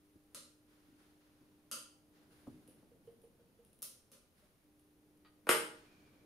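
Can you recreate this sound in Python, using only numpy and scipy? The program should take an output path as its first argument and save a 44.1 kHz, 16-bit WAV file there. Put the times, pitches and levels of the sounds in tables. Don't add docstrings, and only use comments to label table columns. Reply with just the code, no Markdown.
import sys
import numpy as np
from scipy import signal
from scipy.fft import rfft, irfft, next_fast_len
from scipy.io import wavfile
from scipy.ndimage import uniform_filter1d, map_coordinates

SR = 44100
rng = np.random.default_rng(int(sys.argv[2]) if len(sys.argv) > 2 else 0)


def generate_wav(signal):
    frames = np.transpose(np.atleast_2d(signal))
    scaled = np.clip(frames, -1, 1) * 32767
    pcm = np.round(scaled).astype(np.int16)
    wavfile.write(sys.argv[1], SR, pcm)


N = 275911

# (time [s], level [dB], tilt [dB/octave], cut-off [Hz], longitudinal mode spacing [Hz],
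# mode depth [dB], ring frequency [Hz], ring lift [dB], second slip [dB], room [dB])
SNAPS = [(0.3467, -14, 1.07, 10400, 2300, 2, 1340, 6.5, -7.5, 4.5),
         (1.7139, -6.5, 2, 9800, 1736, 4, 1380, 6, -4.5, 7),
         (3.821, -14, 3.36, 15400, 1102, 1, 5480, 6.5, 3.5, 4),
         (4.1173, -27, -.5, 13000, 1700, 0.5, 6440, 4, -11, 7.5)]
# (frequency [Hz], gain [dB])
JOLT = [(230, 1), (520, 1), (700, -1.5), (1300, -5.5), (1650, -12), (2200, -6), (4200, 1), (7000, 2),
        (10000, 1)]
# (frequency [Hz], gain [dB])
DIRECT_PATH = [(1000, 1.5), (4000, -2), (9000, 2.5)]
# (frequency [Hz], gain [dB])
SNAP_COLOUR = [(60, -12.5), (240, 5), (400, -5.5), (590, 7), (790, -16.5), (1150, 0.5), (1700, 4),
               (2150, 1), (3800, -0.5), (6700, -3.5), (7900, -6), (8600, -2), (9800, 3.5), (15500, -5)]
# (frequency [Hz], width [Hz], lift [dB])
FRAME_MODES = [(234, 14, 8.5), (520, 59, 5.5), (991, 42, 13), (1210, 44, 11.5), (1390, 50, 10.5),
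               (1830, 55, -1), (2090, 46, 3), (2670, 93, 7.5), (2945, 49, 1)]

def snaps(lag_s=0.0062, ring_width_hz=130):
    out = np.zeros((2, N))
    for s, db, tilt, cutoff_hz, spacing_hz, depth_db, ring_hz, ring_db, second_db, room_db in SNAPS:
        slip = crack(t60=0.022, spread=0.48)
        add(slip, lag_s, amp(second_db) * crack(t60=0.0103, spread=1.0))
        direct = shaped(unit_energy(slip), DIRECT_PATH)
        heard = unit_energy(direct + amp(room_db) * room())
        ripple = dense_modes(spacing_hz=70, depth_db=2.8, full_hz=2500)
        modes = [*FRAME_MODES, (ring_hz, ring_width_hz, ring_db)]

        def colour(hz):
            rolloff = 10 * np.log10(1 + (hz / cutoff_hz) ** 9)
            jolt = along(JOLT, hz) + tilt * np.log2((hz + 100) / 4000) - rolloff
            ringing = longitudinal_modes(hz, spacing_hz, depth_db) + resonances(modes, hz) + ripple(hz)
            return jolt + along(SNAP_COLOUR, hz) + ringing
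        add(out, s, amp(db) * coloured(heard, colour))
    return out

def longitudinal_modes(hz, spacing_hz, depth_db):
    peaks = ((1 - np.sin(2 * np.pi * hz / spacing_hz)) / 2) ** 2
    return depth_db * (2 * peaks - 1)

# (time [s], body level [dB], treble level [dB])
CLACKS = [(5.4691, -14, -28.5), (5.4908, 1, 1), (5.512, -8.5, -4)]
# (frequency [Hz], gain [dB])
STRIKE = [(310, 6), (450, 6), (620, 4), (800, 4), (1500, 2.5), (2800, -2.5), (5000, -7.5)]
# (frequency [Hz], gain [dB])
CLAMP = [(50, -15), (200, 5), (320, 8), (480, 15), (780, 5.5), (1450, 17), (1700, 13), (3000, 10.5),
         (3800, 3), (5300, 0.5), (5900, -3), (7800, 2), (9000, 6.5), (12000, 6.5), (15000, -15)]
# (frequency [Hz], width [Hz], lift [dB])
CLAMP_MODES = [(313, 10, 16), (359, 10, 12), (437, 12, 8), (466, 10, 12), (520, 24, 5), (614, 11, 10),
               (842, 9, 15), (942, 16, 8), (1143, 12, 9), (1211, 15, 8), (1287, 26, 7), (1383, 14, 4),
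               (1430, 16, 7), (1497, 16, 4), (1595, 14, 6), (1896, 20, 5), (2129, 12, 9), (2740, 24, 5),
               (2953, 20, 7), (3043, 20, 7), (3200, 24, 6), (4650, 50, 6), (5200, 110, 10), (6540, 36, 9),
               (7770, 40, 6), (8470, 110, 7), (8841, 22, 10), (8965, 22, 8), (9520, 50, 5), (11368, 30, 8)]
# (frequency [Hz], leftward bias [dB])
CLAMP_SIDE = [(300, -0.5), (600, -2), (1200, 0), (2600, 1.8), (5000, 0)]

def clamp(strike_db=-7, chatter_db=-8, room_db=-4.5, pan_db=0.7):
    out, sides = np.zeros((2, N)), np.array([[1], [-1]])
    ripple = dense_modes(spacing_hz=35, depth_db=2.4, full_hz=3500)
    body = lambda hz: along(CLAMP, hz) + resonances(CLAMP_MODES, hz) + ripple(hz)
    radiated = lambda hz: body(hz) + sides * along(CLAMP_SIDE, hz)
    strike = shaped(bending_pulse(delay_s=0.00219), STRIKE)
    for s, body_db, treble_db in CLACKS:
        contact = amp(strike_db) * strike + amp(chatter_db) * crack(t60=0.062, spread=0.58)
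        heard = amp(sides * pan_db) * contact + amp(room_db) * room()
        hardness = [(900, body_db), (8000, treble_db)]
        add(out, s, coloured(heard, lambda hz: radiated(hz) + along(hardness, hz)))
    return out

def bending_pulse(delay_s):
    hz = np.fft.rfftfreq(SR, 1 / SR)
    return irfft(np.exp(-4j * np.pi * delay_s * np.sqrt(hz * 1000)), SR)

# (time [s], thud level [dB], slap level [dB], room in the thud [dB])
BUMPS = [(0.157, -10.5, -46, -34), (0.885, -17.5, -51, 3), (1.412, -19.5, -58, 0.5),
         (2.474, 0.5, -18.5, -2.5), (2.548, -20, -50, -1), (2.683, -15.5, -38, 0), (2.832, -16, -33.5, -7)]
# (frequency [Hz], gain [dB])
SLAP = [(150, -26), (500, 9), (900, -0.5), (1300, -3.5), (2000, -54), (5000, -43)]
# (frequency [Hz], gain [dB])
THUD = [(40, -17), (100, -5.5), (170, -6.5), (310, 2), (420, -14.5), (600, -31), (1200, -62), (3000, -48)]

def bumps(lead_s=0.0043, slap_room_db=-16.5):
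    out = np.zeros((2, N))
    for s, thud_db, slap_db, room_db in BUMPS:
        slap = crack(t60=0.082, spread=0.44) + amp(slap_room_db) * room()
        thud = crack(t60=0.043, spread=0.9) + amp(room_db) * room()
        add(out, s - lead_s, amp(slap_db) * shaped(slap, SLAP))
        add(out, s, amp(thud_db) * shaped(thud, THUD))
    return out

# (frequency [Hz], gain [dB])
CREAK = [(300, -4), (1100, 3), (2500, -4), (4700, -4.5), (5600, -27.5), (15000, -28.5)]
# (frequency [Hz], width [Hz], lift [dB])
CREAK_MODES = [(1240, 53, 16), (1470, 70, 4), (1900, 55, 15), (2405, 50, 13), (3040, 90, 11.5),
               (3900, 70, 9.5), (4600, 60, 12)]

def creak(start_s=5.2487, level_db=-33, count=11, slips_per_s=205, loss_db=1.3, jitter=0.1, room_db=-3):
    out, run = np.zeros((2, N)), np.zeros((2, SR))
    for k, offset in enumerate(jitter * rng.standard_normal(count)):
        add(run, (k + offset) / slips_per_s, amp(-loss_db * k) * crack(t60=0.0071, spread=0.33))
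    heard = unit_energy(run) + amp(room_db) * room()
    colour = lambda hz: along(CREAK, hz) + resonances(CREAK_MODES, hz)
    add(out, start_s, amp(level_db) * coloured(heard, colour))
    return out

# (time [s], level [dB], pitch [Hz])
PLUCKS = [(2.682, -56, 513), (2.916, -55, 473), (3.0736, -44, 465.6), (3.237, -49.5, 466),
          (3.394, -57.5, 474), (3.59, -53.5, 471), (4.425, -63, 609)]
# (frequency [Hz], gain [dB])
SCUFF = [(200, -2), (520, 7.5), (800, -6.5), (2300, -24.5), (3000, -11), (3800, -29), (12000, -47)]

def plucks(t60=0.12, attack_s=0.0038, room_db=-14, pan_db=-1.0, scuff_db=19):
    out, t = np.zeros((2, N)), np.arange(SR) / SR
    for s, db, hz in PLUCKS:
        envelope = amp(db - 60 * t / t60) * (1 - np.exp(-t / attack_s))
        ring = envelope * np.sin(2 * np.pi * hz * t)
        walls = signal.fftconvolve(ring[None], room(gap_s=0.038), axes=1)[:, :SR]
        scuff = amp(db + scuff_db) * shaped(crack(t60=0.1, spread=0.4) + room(), SCUFF)
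        add(out, s, ring * amp([[pan_db], [-pan_db]]) + amp(room_db) * walls + scuff)
    return out

# (time [s], relative level [dB], room [dB])
TICKS = [(2.6766, -58.5, 4), (3.2175, -66, 3.5), (3.6492, -62.5, 1.5), (3.7306, -62.5, -1),
         (3.7897, -63.5, -8), (4.7945, -66.5, -1), (5.1736, -72, -9)]
# (frequency [Hz], gain [dB])
TICK = [(1000, -25), (2200, -15), (2800, -1), (3600, -7), (7800, -13.5), (8900, -1), (9600, 7.5),
        (10400, 5), (11800, 0), (15000, -15)]

def ticks(gain_db=22):
    out = np.zeros((2, N))
    for s, db, room_db in TICKS:
        tap = crack(t60=0.019, spread=0.7) + amp(room_db) * room()
        add(out, s, amp(db + gain_db) * shaped(tap, TICK))
    return out

# (start [s], length [s], rub level [dB], hiss level [dB])
PULLS = [(0, 0.47, -82.5, -85), (.66, 0.31, -72, -83), (0.956, 0.065, -69.5, -80), (1.17, 0.45, -74, -103),
         (2.113, .08, -71, -96), (2.277, 0.53, -69, -75.5), (3.018, .06, -79, -80), (3.353, .35, -83, -100),
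         (4.335, 0.067, -73, -78), (5.707, 0.75, -66, -88.5)]
# (frequency [Hz], relative density [dB])
RUB = [(300, 4.5), (700, -2.5), (1400, 1.5), (2400, -4), (4500, -6), (7000, -12.5), (9000, -21.5)]
# (frequency [Hz], relative density [dB])
HISS = [(5000, -28), (8000, -9), (9500, 7.5), (12000, -3), (15000, -5)]
# (time [s], level [dB], pitch [Hz])
SQUEAK = [(5.75, -110, 2560), (5.88, -78, 2420), (6.02, -78, 2404), (6.15, -81, 2330), (6.26, -86, 2340)]

def pulls(attack_s=0.05, release_s=0.34, sag_db_per_s=19.5, grain_db=0.7, grain_hz=90, flutter_hz=100):
    t, rub, hiss = np.arange(N) / SR, np.zeros(N), np.zeros(N)
    for s, length, rub_db, hiss_db in PULLS:
        stroke = gate(s, s + length, attack_s, release_s) * amp(-sag_db_per_s * np.maximum(t - s, 0))
        rub = np.maximum(rub, amp(rub_db) * stroke)
        hiss = np.maximum(hiss, amp(hiss_db) * stroke)
    grip = unit(amp(grain_db * wander(grain_hz)))
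    squeak_db, hz = curves(SQUEAK)
    lowpass = signal.butter(2, flutter_hz, fs=SR, output="sos")
    flutter = signal.sosfilt(lowpass, diffuse(N) + 1j * diffuse(N))
    squeak = unit(np.real(flutter * np.exp(2j * np.pi * np.cumsum(hz) / SR)))
    return grip * (rub * diffuse(N, RUB) + hiss * diffuse(N, HISS) + amp(squeak_db) * squeak)

# (frequency [Hz], relative level [dB])
HUM_LINES = [(300.6, 0), (400, -14), (598, -21), (797, -22)]

def hum(level_db=-71.5, waver_rad=0.073, waver_hz=7, gap_s=(2.87, 4.63), fade_s=0.015):
    t = np.arange(N) / SR
    drift = waver_rad * wander(waver_hz)
    tone = sum(amp(db) * np.sin(2 * np.pi * hz * t + drift) for hz, db in HUM_LINES)
    audible = 1 - gate(*gap_s, fade_s, fade_s)
    return amp(level_db) * audible * unit(tone)

# (time [s], level [dB])
RUMBLE_LEVEL = [(0.0, -81.5), (0.94, -79), (1.43, -77.5), (2.74, -69), (3.69, -73.5), (4.09, -76),
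                (4.63, -81.5), (5.7, -71.5), (5.87, -72), (6.26, -68)]
# (frequency [Hz], relative density [dB])
RUMBLE = [(30, -18.5), (90, 0.5), (220, 5), (450, -2), (900, -14.5), (3000, -67)]
# (frequency [Hz], relative density [dB])
AIR = [(25, -1.5), (80, 1.5), (220, -4), (450, -4), (700, -12.5), (1100, -13.5), (2500, -18), (6800, -23),
       (7900, -27), (9300, -21.5), (12000, -21), (15500, -26.5)]

def room_noise(air_db=-73.5, hiss_db=-87):
    rumble = amp(curves(RUMBLE_LEVEL)[0]) * diffuse(N, RUMBLE)
    return rumble + amp(air_db) * diffuse(N, AIR) + amp(hiss_db) * diffuse(N, HISS)

# (frequency [Hz], reverberation time [s])
ROOM_T60 = [(100, 0.55), (400, 0.49), (1400, 0.46), (5000, 0.45), (9000, 0.42), (14000, 0.27)]

def room(gap_s=0.0038, build_s=0.0044):
    hz, t, bands = signal.stft(diffuse(SR), SR, nperseg=256)
    decay = amp(-60 * t / along(ROOM_T60, hz)[:, None])
    tail = signal.istft(bands * decay, SR, nperseg=256)[1][:, :SR]
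    tail *= 1 - np.exp(-np.maximum(np.arange(SR) / SR - gap_s, 0) / build_s)
    return unit_energy(tail)

# (frequency [Hz], left-right coherence [0-1])
COHERENCE = [(30, 0.35), (120, 0.87), (350, 0.93), (700, 0.53), (1300, 0.037), (4000, 0.12), (12000, 0.5)]

def diffuse(size, spectrum=None):
    m = next_fast_len(size, True)
    hz = np.fft.rfftfreq(m, 1 / SR)
    angle = np.arccos(np.clip(along(COHERENCE, hz), -1, 1)) / 2
    gain = amp(along(spectrum, hz)) if spectrum else 1
    noise = rfft(rng.standard_normal((2, m))) * gain
    mid, side = irfft(noise * [np.cos(angle), np.sin(angle)], m)[:, :size]
    return unit(np.array([mid + side, mid - side]))

def crack(t60, spread, size=4096):
    decay = amp(-60 * np.arange(size) / SR / t60)
    burst = (rng.standard_normal(size) + spread * diffuse(size)) * decay
    power = np.mean(np.abs(rfft(burst, 2 * size)) ** 2, 0)
    smoothed = np.abs(uniform_filter1d(power, size=50))
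    even = coloured(burst, lambda hz: -10 * np.log10(smoothed + 1e-9))
    return unit_energy(np.pad(even, ((0, 0), (0, SR - size))))

def resonances(modes, hz):
    peaks = sum((amp(db) - 1) / (1 + (2 * (hz - f) / width) ** 2) for f, width, db in modes)
    return 20 * np.log10(np.abs(1 + peaks) + 1e-6)

def dense_modes(spacing_hz, depth_db, full_hz):
    knots = rng.standard_normal(4096)
    ripple = lambda hz: np.interp(hz / spacing_hz, np.arange(len(knots)), knots)
    return lambda hz: depth_db * np.minimum(hz / full_hz, 1) * ripple(hz)

def coloured(x, colour):
    n = x.shape[-1]
    gain = amp(colour(np.fft.rfftfreq(2 * n, 1 / SR)))
    cepstrum = irfft(np.log(gain + 1e-6))
    cepstrum[..., 1:n] *= 2
    cepstrum[..., n + 1:] = 0
    return irfft(rfft(x, 2 * n) * np.exp(rfft(cepstrum)))[..., :n]

def shaped(x, spectrum):
    return coloured(x, lambda hz: along(spectrum, hz))

def along(points, hz):
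    f, values = np.transpose(points)
    return np.interp(np.log(hz + 1), np.log(f), values)

def curves(rows):
    s, *columns = np.transpose(rows)
    return [np.interp(np.arange(N) / SR, s, c) for c in columns]

def wander(rate_hz):
    return map_coordinates(rng.standard_normal(N), [np.arange(N) * rate_hz / SR])

def gate(start, end, attack, release):
    t = np.arange(N) / SR
    return np.clip((t - start) / attack, 0, 1) * np.clip(1 - (t - end) / release, 0, 1)

def add(track, s, sound):
    part = track[:, max(round(s * SR), 0):][:, :sound.shape[-1]]
    part += sound[..., :part.shape[1]]

def amp(db):
    return 10 ** (np.asarray(db) / 20)

def unit(x):
    return x / np.sqrt(np.mean(x ** 2) + 1e-20)

def unit_energy(x):
    return unit(x) / np.sqrt(SR)

def scene():
    return snaps() + ticks() + creak() + clamp() + bumps() + plucks() + pulls() + hum() + room_noise()

def record(dry, top_hz=15650):
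    m = next_fast_len(N + SR // 2, True)
    return irfft(rfft(dry, m) * (np.fft.rfftfreq(m, 1 / SR) < top_hz), m)[:, :N]

dry = scene()
out = record(dry)
generate_wav(out)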